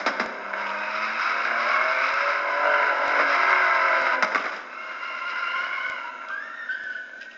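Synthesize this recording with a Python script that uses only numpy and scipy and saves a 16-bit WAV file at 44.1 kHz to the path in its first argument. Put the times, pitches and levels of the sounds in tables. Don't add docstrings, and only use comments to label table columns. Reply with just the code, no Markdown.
import sys
import numpy as np
from scipy import signal
from scipy.fft import rfft, irfft
from scipy.io import wavfile

SR = 44100
rng = np.random.default_rng(int(sys.argv[2]) if len(sys.argv) > 2 else 0)


def digitize_waveform(pressure):
    field = np.atleast_2d(pressure).T
    bounded = np.clip(field, -1, 1)
    quanta = np.round(bounded * 32767).astype(np.int16)
    wavfile.write(sys.argv[1], SR, quanta)


N = 325017
T = np.arange(N) / SR
FREQS = np.maximum(np.fft.rfftfreq(16384, 1 / SR), 1)

# time in seconds,
# exhaust in dB, rasp and squeal in dB, rubber grinding on asphalt in dB.
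DONUT = [(0.33, -40, -39.5, -68), (0.6, -35.5, -31, -41), (0.8, -46.5, -31.5, -39.5),
         (1.2, -44.5, -28.5, -32), (1.55, -33, -26, -35.5), (1.68, -32.5, -25, -29.5),
         (1.82, -36.5, -23.5, -36), (2.09, -36.5, -26.5, -31.5), (2.31, -35, -26, -34),
         (2.44, -28.5, -27, -39.5), (2.62, -29, -23.5, -38.5), (2.73, -28, -20.5, -36),
         (2.92, -27.5, -25.5, -39.5), (3.16, -26, -23, -33.5), (3.28, -36.5, -25.5, -32.5),
         (3.5, -31, -20.5, -32), (3.65, -35, -28.5, -33), (3.9, -31, -23, -33.5), (4.14, -27, -23.5, -35.5)]
# time in seconds,
# squeal and coasting engine in dB, rubber grinding on asphalt in dB.
SLIDE = [(4.68, -43.5, -65), (4.85, -34, -49), (5.254, -28.5, -46), (5.592, -26, -42), (6.078, -34, -51),
         (6.138, -38, -79), (6.22, -37, -60)]

OPEN_S, OPEN_TAKES_S, START_BOOST_DB = 0.31, 0.19, 2
LIFT_S, LIFT_FALL_S, RUNDOWN_DB_PER_S = 4.155, 0.0082, 35
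SLIDE_S, SLIDE_RISE_S, SLIDE_FADE_DB_PER_S = 4.6, 0.11, 7
GRIP_S, GRIP_TAKES_S = 6.2, 0.1
FLUTTER_DB = 2.4


def engine(scatter_db=5.0, jitter=0.009, gas_db=-12, pipe_db=-7.5, bank_db=-9.5, rasp_db=-3.5,
           throb_db=-0.5, growl_db=2.0, crank_wobble=0.0012):
    # lateness in firing intervals, mean strength in dB.
    cylinders = [(0.054, -7), (0.096, -0.5), (-0.07, -6.5), (0.063, 0), (-0.033, 1), (-0.03, -1.5)]
    # frequency in Hz, width in Hz, relative level in dB.
    pipe_modes = [(259, 24, -10.5), (354, 61, -3.5), (542, 95, 1.5), (646, 128, 4.5), (853, 22, -8)]
    # frequency in Hz, width in Hz, relative level in dB.
    rasp_modes = [(1006, 184, 1.3), (1290, 96, 3.9), (1515, 250, 7.2), (2148, 175, 3.5)]
    # multiple of the cycle rate, relative level in dB.
    bank_orders = [(8, -14.5), (9, -7), (10, -20.5), (14, -5.5), (16, -8.5), (17, -6), (19, -11),
                   (20, -5.5), (21, -4.5), (23, -7), (24, -10.5), (27, -3.5), (28, -2.5), (29, -1),
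                   (30, -8.5), (31, -1.5), (32, -3), (33, 0), (35, -4.5), (41, -1.5)]

    cycle_hz = revs()
    exhaust, bright, coast_exhaust, coast_bright = engine_gains()
    cycles = np.cumsum(cycle_hz * (1 + crank_wobble * walk(25))) / SR
    count = len(cylinders)
    phase = count * cycles
    k = np.arange(1, int(phase[-1]) - 1)
    late, strength_db = np.array(cylinders)[k % count].T
    chance = np.clip(rng.standard_normal((len(k), 2)), -2, 2)
    at = np.interp(k + late + jitter * chance[:, 0], phase, np.arange(N))
    size = undb(strength_db + scatter_db * chance[:, 1])
    i, part = at.astype(int), at % 1
    pulses = np.bincount(i, size * (1 - part), N) + np.bincount(i + 1, size * part, N)
    gas = rng.standard_normal(N) * np.exp(-(phase % 1))
    drive = unit(pulses / np.sqrt(cycle_hz)) + undb(gas_db) * unit(gas)
    pipe = undb(pipe_db) * unit(shape(drive, resonance(pipe_modes))) * (exhaust + coast_exhaust)
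    rasp = undb(rasp_db) * swaying(drive, rasp_modes) * (bright + coast_bright)
    throb = unit(undb(throb_db * np.cos(2 * np.pi * cycles) + growl_db * walk(30)))
    bank = undb(bank_db) * orders(cycles, bank_orders) * bright
    return pipe + rasp * throb, notes(cycles) + blares(cycles) + bank


def revs(coast_hz=27.31, sag_hz_per_s=0.9, spin_down_s=0.22):
    # time in seconds, cycle rate in Hz.
    power_revs = [(0.3, 32.69), (0.42, 33.2), (0.66, 33.41), (0.78, 33.97), (1.02, 35.82), (1.14, 37.43),
                  (1.26, 37.89), (1.5, 38.49), (1.62, 38.67), (1.74, 40.9), (1.86, 42.63), (1.98, 44.0),
                  (2.1, 45.66), (2.22, 47.12), (2.34, 48.32), (2.46, 47.48), (2.58, 48.3), (2.7, 48.75),
                  (2.82, 48.16), (2.94, 47.03), (3.06, 47.7), (3.18, 47.57), (3.3, 46.82), (3.42, 46.64),
                  (3.54, 46.67), (3.66, 46.15), (3.78, 45.89), (3.9, 45.2), (4.02, 43.99), (4.15, 44.1)]
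    coast = coast_hz - sag_hz_per_s * since(LIFT_S)
    return coast + (curves(power_revs)[0] - coast) * np.exp(-since(LIFT_S) / spin_down_s)


def engine_gains(exhaust_db=0.0, rasp_db=-2, exhaust_drop_db=-10, rasp_drop_db=-19,
                 coast_exhaust_db=-16, coast_rasp_db=-9, idle_db=-58):
    pipe_db, roar_db, _ = curves(DONUT)
    coast = undb(curves(SLIDE)[0]) * sliding()
    idle = undb(idle_db) * ramp(SLIDE_S, SLIDE_RISE_S)
    return (undb(pipe_db + exhaust_db) * throttle(exhaust_drop_db),
            undb(roar_db + rasp_db) * throttle(rasp_drop_db),
            undb(coast_exhaust_db) * coast + idle,
            undb(coast_rasp_db) * coast)


def swaying(x, modes, shift=0.021):
    def tuned(ratio):
        return shape(x, resonance([(hz * ratio, width, db) for hz, width, db in modes]))

    lower, upper = tuned(1 - shift), tuned(1 + shift)
    share = (1 + np.tanh(2 * walk(11))) / 2
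    return unit(lower * (1 - share) + upper * share)


def orders(cycles, table, spread=0.19, smear=0.055, flutter_db=2.4, steady_below=16):
    out = 0
    for k, db in table:
        unsteady = min(k / steady_below, 1)
        phase = round(k) * cycles + spread * rng.standard_normal() + unsteady * smear * walk(45)
        level = undb(db + unsteady * flutter_db * walk(22.06))
        out = out + level * np.sin(2 * np.pi * phase)
    return unit(out)


def notes(cycles, trims_db=(-0.5, -4.0, -0.5, -0.5), drop_db=-14):
    note_orders = (6, 12, 15, 18)
    # time in seconds, then the level of each note in dB before its trim.
    note_levels = [(0.3, -61, -55, -62, -52), (0.55, -54.5, -67, -69.5, -65.5),
                   (0.75, -51, -74, -47.5, -38), (0.95, -51.0, -57.5, -50.5, -41),
                   (1.17, -48, -62, -61.5, -55.5), (1.35, -58, -44.5, -42, -44.0),
                   (1.6, -48.5, -51, -37, -44), (1.72, -55, -49, -32, -46), (1.9, -56.5, -45, -34.5, -54),
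                   (2.1, -56, -41.5, -42.5, -70), (2.3, -56.5, -29.5, -53.5, -48),
                   (2.419, -53, -49.5, -55.5, -57), (2.6, -47, -29.5, -43, -46),
                   (2.8, -49, -38.5, -42, -47.5), (2.95, -49.5, -54.5, -44.5, -37),
                   (3.2, -42, -34.5, -43.5, -54), (3.4, -48.0, -60, -32.5, -41),
                   (3.6, -51.5, -40.5, -40, -42), (3.8, -54, -42, -37.5, -48.5),
                   (4.031, -45, -33, -32.5, -48.5), (4.15, -51, -38, -47, -50)]
    levels = zip(note_orders, curves(note_levels), trims_db)
    mix = sum(orders(cycles, [(k, 0)]) * undb(db + trim_db) for k, db, trim_db in levels)
    return mix * throttle(drop_db)


def blares(cycles, drop_db=-20):
    # multiple of the cycle rate, relative level in dB.
    peak_orders = [(9, -6), (20, 0), (21, 5.5), (29, -11), (32, -9), (33, -9.5)]
    # multiple of the cycle rate, relative level in dB.
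    tailpipe_orders = [(8, -15), (14, -14.5), (20, -8.5), (22, -6), (23, -4.5), (27, -8), (28, -11.5),
                       (29, 2.5), (30, -17), (32, -6.5), (33, -3.5), (34, -13), (35, -3.5), (36, -13.5),
                       (43, -14), (44, -3), (45, -8), (47, -9.5), (48, -17.5), (50, -14)]
    peak = orders(cycles, peak_orders) * undb(-32) * swell(2.63, 0.27)
    tailpipe = orders(cycles, tailpipe_orders) * undb(-24.5) * swell(3.296, 0.68)
    return (peak + tailpipe) * throttle(drop_db)


def throttle(drop_db):
    boost_db = START_BOOST_DB * (1 - ramp(OPEN_S, OPEN_TAKES_S))
    return undb(boost_db + drop_db * ramp(LIFT_S, LIFT_FALL_S) - RUNDOWN_DB_PER_S * since(LIFT_S))


def sliding():
    return ramp(SLIDE_S, SLIDE_RISE_S) * undb(-SLIDE_FADE_DB_PER_S * since(GRIP_S))


def tyres():
    # time in seconds, inner tyre in Hz, outer tyre in Hz.
    spin_rates = [(0.5, 986, 1330), (0.72, 930, 1267), (1.05, 948, 1296), (1.45, 1033, 1377),
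                  (2.0, 1099, 1329), (2.6, 999.7, 1364), (3.6, 1055, 1353), (4.15, 1006, 1376),
                  (4.75, 1060, 1337), (4.85, 1071, 1398), (5.25, 1031, 1359), (5.55, 1048, 1396),
                  (5.76, 1085, 1445), (5.92, 1057, 1453), (6.12, 971, 1335)]
    # time in seconds, rate in Hz, level and overtones in dB before trims.
    inner_grip = [(6.28, 1214, -50.5, -31), (6.302, 1263, -36, -6), (6.379, 1141, -49, -6),
                  (6.46, 1357, -44, -6.5), (6.67, 1447, -39.5, -8), (6.722, 1532, -38.5, 4),
                  (6.82, 1511, -39.5, -2), (6.9, 1540, -37, -4), (6.99, 1511, -42, 2),
                  (7.056, 1517, -68, -8), (7.13, 1518, -64, -8), (7.224, 1552, -52, 7),
                  (7.36, 1543, -61, 0)]
    # time in seconds, rate in Hz, level and overtones in dB before trims.
    outer_grip = [(6.29, 1405, -51, -6), (6.334, 1570, -42, -1), (6.44, 1768, -41.5, 7),
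                  (6.545, 1863, -44, 4), (6.661, 1765, -48, 8), (6.788, 1750, -45, 5),
                  (6.98, 1731, -44.5, 4), (7.071, 1727, -63, -9), (7.18, 1729, -66, -7),
                  (7.21, 1897, -55, -8), (7.36, 1867, -58, -6)]
    inner_hz, outer_hz = curves(spin_rates)
    inner = tyre(inner_hz, inner_grip, donut_db=-13.0, slide_db=-13.5, grip_db=-1.5,
                 overtone_db=-6.5, slide_overtone_db=1.5, grip_blur=0.9)
    outer = tyre(outer_hz, outer_grip, donut_db=-11.5, slide_db=-7.0, grip_db=2.5,
                 overtone_db=-10.5, slide_overtone_db=2.5, grip_blur=0.3)
    return inner + outer


def tyre(spin_hz, grip, donut_db, slide_db, grip_db, overtone_db, slide_overtone_db, drop_db=-17,
         waver=0.013, shudder_db=2.04, rib_db=-8, rib_split=0.03, rib_waver=0.028,
         spin_blur=0.17, grip_blur=0.55, breakaway_s=0.37):
    spin_scatter, slide_scatter, pure_scatter = 0.027, 0.018, 0.0137
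    purer_from_s, purer_takes_s, purer_overtones_db = 5.8, 1.82, -8.5

    grip_hz, bite_db, grip_overtone_db = curves(grip)
    gripping = ramp(GRIP_S, GRIP_TAKES_S)
    slid = ramp(SLIDE_S, SLIDE_RISE_S)
    purity = ramp(purer_from_s, purer_takes_s)

    donut = undb(curves(DONUT)[1] + donut_db) * ramp(0, breakaway_s) ** 2 * throttle(drop_db)
    slide = undb(curves(SLIDE)[0] + slide_db) * sliding()
    gain = (donut + slide) * (1 - gripping) + undb(bite_db + grip_db) * gripping

    hz = (spin_hz + (grip_hz - spin_hz) * gripping) * (1 + waver * walk(18))
    scatter = spin_scatter + (slide_scatter - spin_scatter) * slid + (pure_scatter - slide_scatter) * purity
    bright_db = overtone_db + slide_overtone_db * slid
    bright_db = bright_db + grip_overtone_db * gripping + purer_overtones_db * purity
    blur = spin_blur + (grip_blur - spin_blur) * gripping

    rib = undb(rib_db) * (1 - purity ** 2)
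    rib_hz = hz * (1 - rib_split + rib_waver * walk(9))
    ribs = stick_slip(hz, scatter, bright_db, blur) + rib * stick_slip(rib_hz, scatter, bright_db, blur)
    return ribs / np.hypot(1, rib) * gain * undb(FLUTTER_DB * walk(200) + shudder_db * walk(18))


def stick_slip(hz, scatter, overtone_db, blur=0.22, slope_db=-6):
    # frequency in Hz, gain in dB before the slope.
    squeal_colour = [(1800, -7), (1980, 0), (2150, 6.5), (2450, 1.5), (2800, -2.5), (3150, -11.5),
                     (3700, -16.5), (4100, -15.5), (4600, -13.5), (5300, -16.5), (6500, -38)]
    phase = 2 * np.pi * np.cumsum(hz * (1 + scatter * walk(170))) / SR
    overtones = 0
    for k in range(2, 6):
        level = undb(slope_db * np.log2(k / 2) + FLUTTER_DB * walk(90))
        blurred = np.sin(k * (phase + blur * walk(260)))
        overtones = overtones + gain_at(k * hz, squeal_colour) * level * blurred
    return np.sqrt(2) * (np.sin(phase) + undb(overtone_db) * overtones)


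def howls(scatter=0.022, shudder_db=4.5):
    # start in seconds, length in seconds, start pitch in Hz, end pitch in Hz,
    # level in dB before the shudder, overtones in dB.
    howl_rows = [(0.66, 0.76, 1250, 1262, -48.5, 4), (1.62, 0.22, 1120, 1097, -42, -5.5),
                 (1.88, 0.11, 1270, 1165, -44.5, 5), (2.03, 0.13, 1240, 1350, -37.5, -0.5),
                 (2.27, 0.13, 1370, 1335, -31, -18.5), (2.685, 0.115, 1550, 1500, -30, -13.5),
                 (5.48, 0.1, 1050, 1050, -38, -5), (5.72, 0.2, 1125, 1081, -42.5, 0.5)]
    hz, overtone_db = glides(howl_rows)
    load = sum(undb(db) * swell(s, length) for s, length, _, _, db, _ in howl_rows)
    return load * stick_slip(hz, scatter, overtone_db, blur=0.15) * undb(shudder_db * walk(35))


def chirps(scatter=0.00833, rise_s=0.0015, fall_s=0.0085):
    # start in seconds, length before the fall in seconds, start pitch in Hz, end pitch in Hz,
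    # level in dB, overtones in dB.
    chirp_rows = [(6.041, 0.057, 946, 994, -36, -15), (6.299, 0.0597, 1530, 1620, -34, -20),
                  (6.376, 0.021, 1604, 1640, -34, -24), (6.689, 0.057, 1516, 1565, -29.5, -18),
                  (7.134, 0.062, 1527, 1536, -42, -23), (7.208, 0.011, 1573, 1607, -37.5, -23),
                  (7.256, 0.033, 1540, 1530, -41.5, -21)]
    hz, overtone_db = glides(chirp_rows)
    bite = 0
    for s, length, _, _, db, _ in chirp_rows:
        bite = bite + undb(db) * ramp(s, rise_s) * np.exp(-since(s + length) / fall_s)
    return bite * stick_slip(hz, scatter, overtone_db, blur=0.43)


def glides(rows):
    points = []
    for s, length, start_hz, end_hz, _, db in rows:
        points += [(s, start_hz, db), (s + length, end_hz, db)]
    return curves(points)


def backfires(level_db=-8.0, tail_db=-19, tail_s=0.07, rattle_db=5.0, boom_db=-4.5, crack_hz=2900):
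    # start in seconds, burst level in dB before colouring, decay of the burst in seconds,
    # relative level of the low thump in dB, relative level of the bright crack in dB.
    bang_rows = [(0, -21, 0.037, -1.5, 3), (.062, -6.5, 0.021, 1, 1.5), (0.197, -9.5, 0.018, 7, 1),
                 (3.189, -8.5, 0.015, -19.5, -12.5), (3.198, -9, 0.01, -16.5, -9.5),
                 (3.209, -8.5, 0.0046, -17.5, -10), (4.224, -2, 0.0099, -6.5, 0),
                 (4.246, -13.5, 0.0036, -9.5, 5), (4.319, -18.5, 0.017, -9, -4),
                 (4.347, -5, 0.0053, -3.5, -2.5), (4.356, -7.5, 0.0087, -3, -1.5),
                 (4.396, -23, 0.005, -2, 3), (4.44, -17, 0.014, -12, -3.5), (4.455, -15, 0.016, -13, -3),
                 (4.478, -21.5, 0.007, -9.5, 2.5), (4.52, -24.5, 0.064, -2.5, 0)]
    # frequency in Hz, relative density in dB per Hz.
    bang_colour = [(170, -27.5), (240, -12), (400, -7), (600, 2.5), (800, -1.5), (1000, 1.5), (1450, 5.5),
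                   (1800, -1), (2150, 1), (3000, -18), (4000, -17.5), (5200, -14.5), (7000, -32)]
    # frequency in Hz, width in Hz, level in dB before its trim.
    boom_modes = [(260, 142, -2.5)]

    s, db, length, thump_db, crack_db = np.transpose(bang_rows)
    rattle = unit(undb(rattle_db * walk(260)))

    def pops(peaks):
        tails = bursts([(at, peak + tail_db, tail_s) for at, peak in zip(s, peaks)])
        return bursts(zip(s, peaks, length)) + rattle * tails

    bang = edge(pops(db), crack_hz, "low") + edge(pops(db + crack_db), crack_hz, "high")
    colour = unit(gain_at(FREQS, bang_colour))
    boom = colour.max() * undb(boom_db) * shape(pops(db + thump_db), resonance(boom_modes))
    return undb(level_db) * (shape(bang, colour) + boom)


def scrub(donut_db=4, slide_db=6.0, drop_db=-11, grain_db=1.4, judder_db=1.47):
    # frequency in Hz, relative density in dB per Hz.
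    scrub_colour = [(200, -31), (450, -16), (650, -13), (800, -24), (1300, 8), (1800, -4), (2200, 3),
                    (2700, -8), (3300, -16.5), (5200, -13.5), (7000, -37)]
    grains = rng.standard_normal(N) * undb(grain_db * walk(700) + judder_db * walk(23.97))
    donut = undb(curves(DONUT)[2] + donut_db) * throttle(drop_db)
    slide = undb(curves(SLIDE)[1] + slide_db) * sliding()
    return unit(shape(grains, gain_at(FREQS, scrub_colour))) * (donut + slide)


def scrapes(grain_db=4):
    # start in seconds, level in dB before the resonances, decay in seconds.
    scrape_rows = [(0.57, -44, 0.042), (0.66, -41.5, 0.09), (4.375, -37.5, 0.072), (4.49, -44, 0.08),
                   (4.562, -46.5, 0.065), (6.283, -46, 0.048), (7.21, -44, 0.052), (7.312, -45.5, 0.022)]
    gritty = bursts(scrape_rows) * unit(undb(grain_db * walk(500)))
    return shape(gritty, resonance([(2690, 940, 13.2), (4940, 1200, 1.2)]))


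def stands(x, delay_s=0.013, t60_s=1.1):
    noise = edge(rng.standard_normal(N), 4000, "low", order=1)
    tail = noise * undb(-60 * T / t60_s) * (T > delay_s)
    return signal.fftconvolve(x, tail / np.sqrt(np.sum(tail ** 2)))[:N]


def background(level_db=-49.0):
    # frequency in Hz, relative density in dB per Hz.
    arena_colour = [(71, -86.5), (120, -38.5), (240, -2), (403, -14), (541, -5), (791, -18.5),
                    (1180, -24.5), (1550, 7.5), (1780, -24), (1880, -37), (2390, -12.5), (5310, -27),
                    (6760, -22.5), (7500, -51.5), (9750, -86.5)]
    return unit(shape(rng.standard_normal(N), gain_at(FREQS, arena_colour))) * undb(level_db + walk(21))


def ticks(first_s=0.2615, period_s=0.9396, decay_s=0.000088):
    tick_peaks = [-18, -25, -19, -16, -19, -42, -19, -28]
    rows = [(first_s + k * period_s, db, decay_s) for k, db in enumerate(tick_peaks)]
    return bursts(rows, noisy=False)


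def bursts(rows, noisy=True):
    out, t = np.zeros(N + SR), T[:SR]
    for s, db, decay in rows:
        i = max(int(s * SR), 0)
        out[i:i + SR] += undb(db) * np.exp(-t / decay) * (rng.standard_normal(SR) if noisy else 1)
    return out[:N]


def since(s):
    return np.maximum(T - s, 0)


def ramp(s, length_s):
    return np.clip((T - s) / length_s, 0, 1)


def swell(s, length_s):
    return 1 / (1 + np.square(np.square(2 * (T - s) / length_s - 1)) ** 2)


def walk(rate):
    knots = rng.standard_normal(20000)
    return unit(np.interp(T * rate, np.arange(len(knots)), knots))


def curves(rows):
    s, *columns = np.transpose(rows)
    return [np.interp(T, s, c) for c in columns]


def undb(db):
    return 10 ** (np.asarray(db) / 20)


def unit(x):
    return x / np.sqrt(np.mean(x ** 2))


def gain_at(hz, points):
    f, db = np.transpose(points)
    return undb(np.interp(np.log(hz), np.log(f), db))


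def resonance(modes):
    power = 0
    for hz, width, db in modes:
        detuning = hz / width * (FREQS / hz - hz / FREQS)
        power = power + undb(2 * db) / (1 + detuning ** 2) ** 1.75
    return np.sqrt(power)


def shape(x, gain):
    cepstrum = irfft(np.log(gain + 1e-6))
    half = len(cepstrum) // 2
    cepstrum[1:half] *= 2
    cepstrum[half + 1:] = 0
    return signal.oaconvolve(x, irfft(np.exp(rfft(cepstrum)))[:half])[:N]


def edge(x, hz, kind, order=4):
    return signal.sosfilt(signal.butter(order, hz, kind, fs=SR, output="sos"), x)


def scene():
    motor, singing = engine()
    squeal = tyres() + howls()
    bites, bangs = chirps(), backfires()
    sent = undb(-4.5) * motor + undb(-14.5) * singing + undb(-8.5) * squeal
    sent = sent + undb(-15.0) * bites + undb(-11.5) * bangs
    car = motor + singing + squeal + bites + bangs + scrub() + scrapes()
    return (car + stands(sent) + background())[None]


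def record(dry):
    # frequency in Hz, width in Hz, gain in dB.
    housing = [(3420, 44, -5.5), (3850, 400, 5), (4405, 350, -7), (5120, 580, 3)]
    housing_db = sum(db * np.exp(-(2 * (FREQS - hz) / width) ** 2) for hz, width, db in housing)
    x = edge(shape(dry[0], undb(housing_db)), 168.0, "high", order=12) + ticks()
    x = x + undb(-75) * unit(edge(rng.standard_normal(N), 28, "low", order=2))
    top_cut = signal.ellip(8, .2, 70, 7250, fs=SR, output="sos")
    return signal.sosfilt(top_cut, x)[None]


dry = scene()
out = record(dry)
digitize_waveform(out)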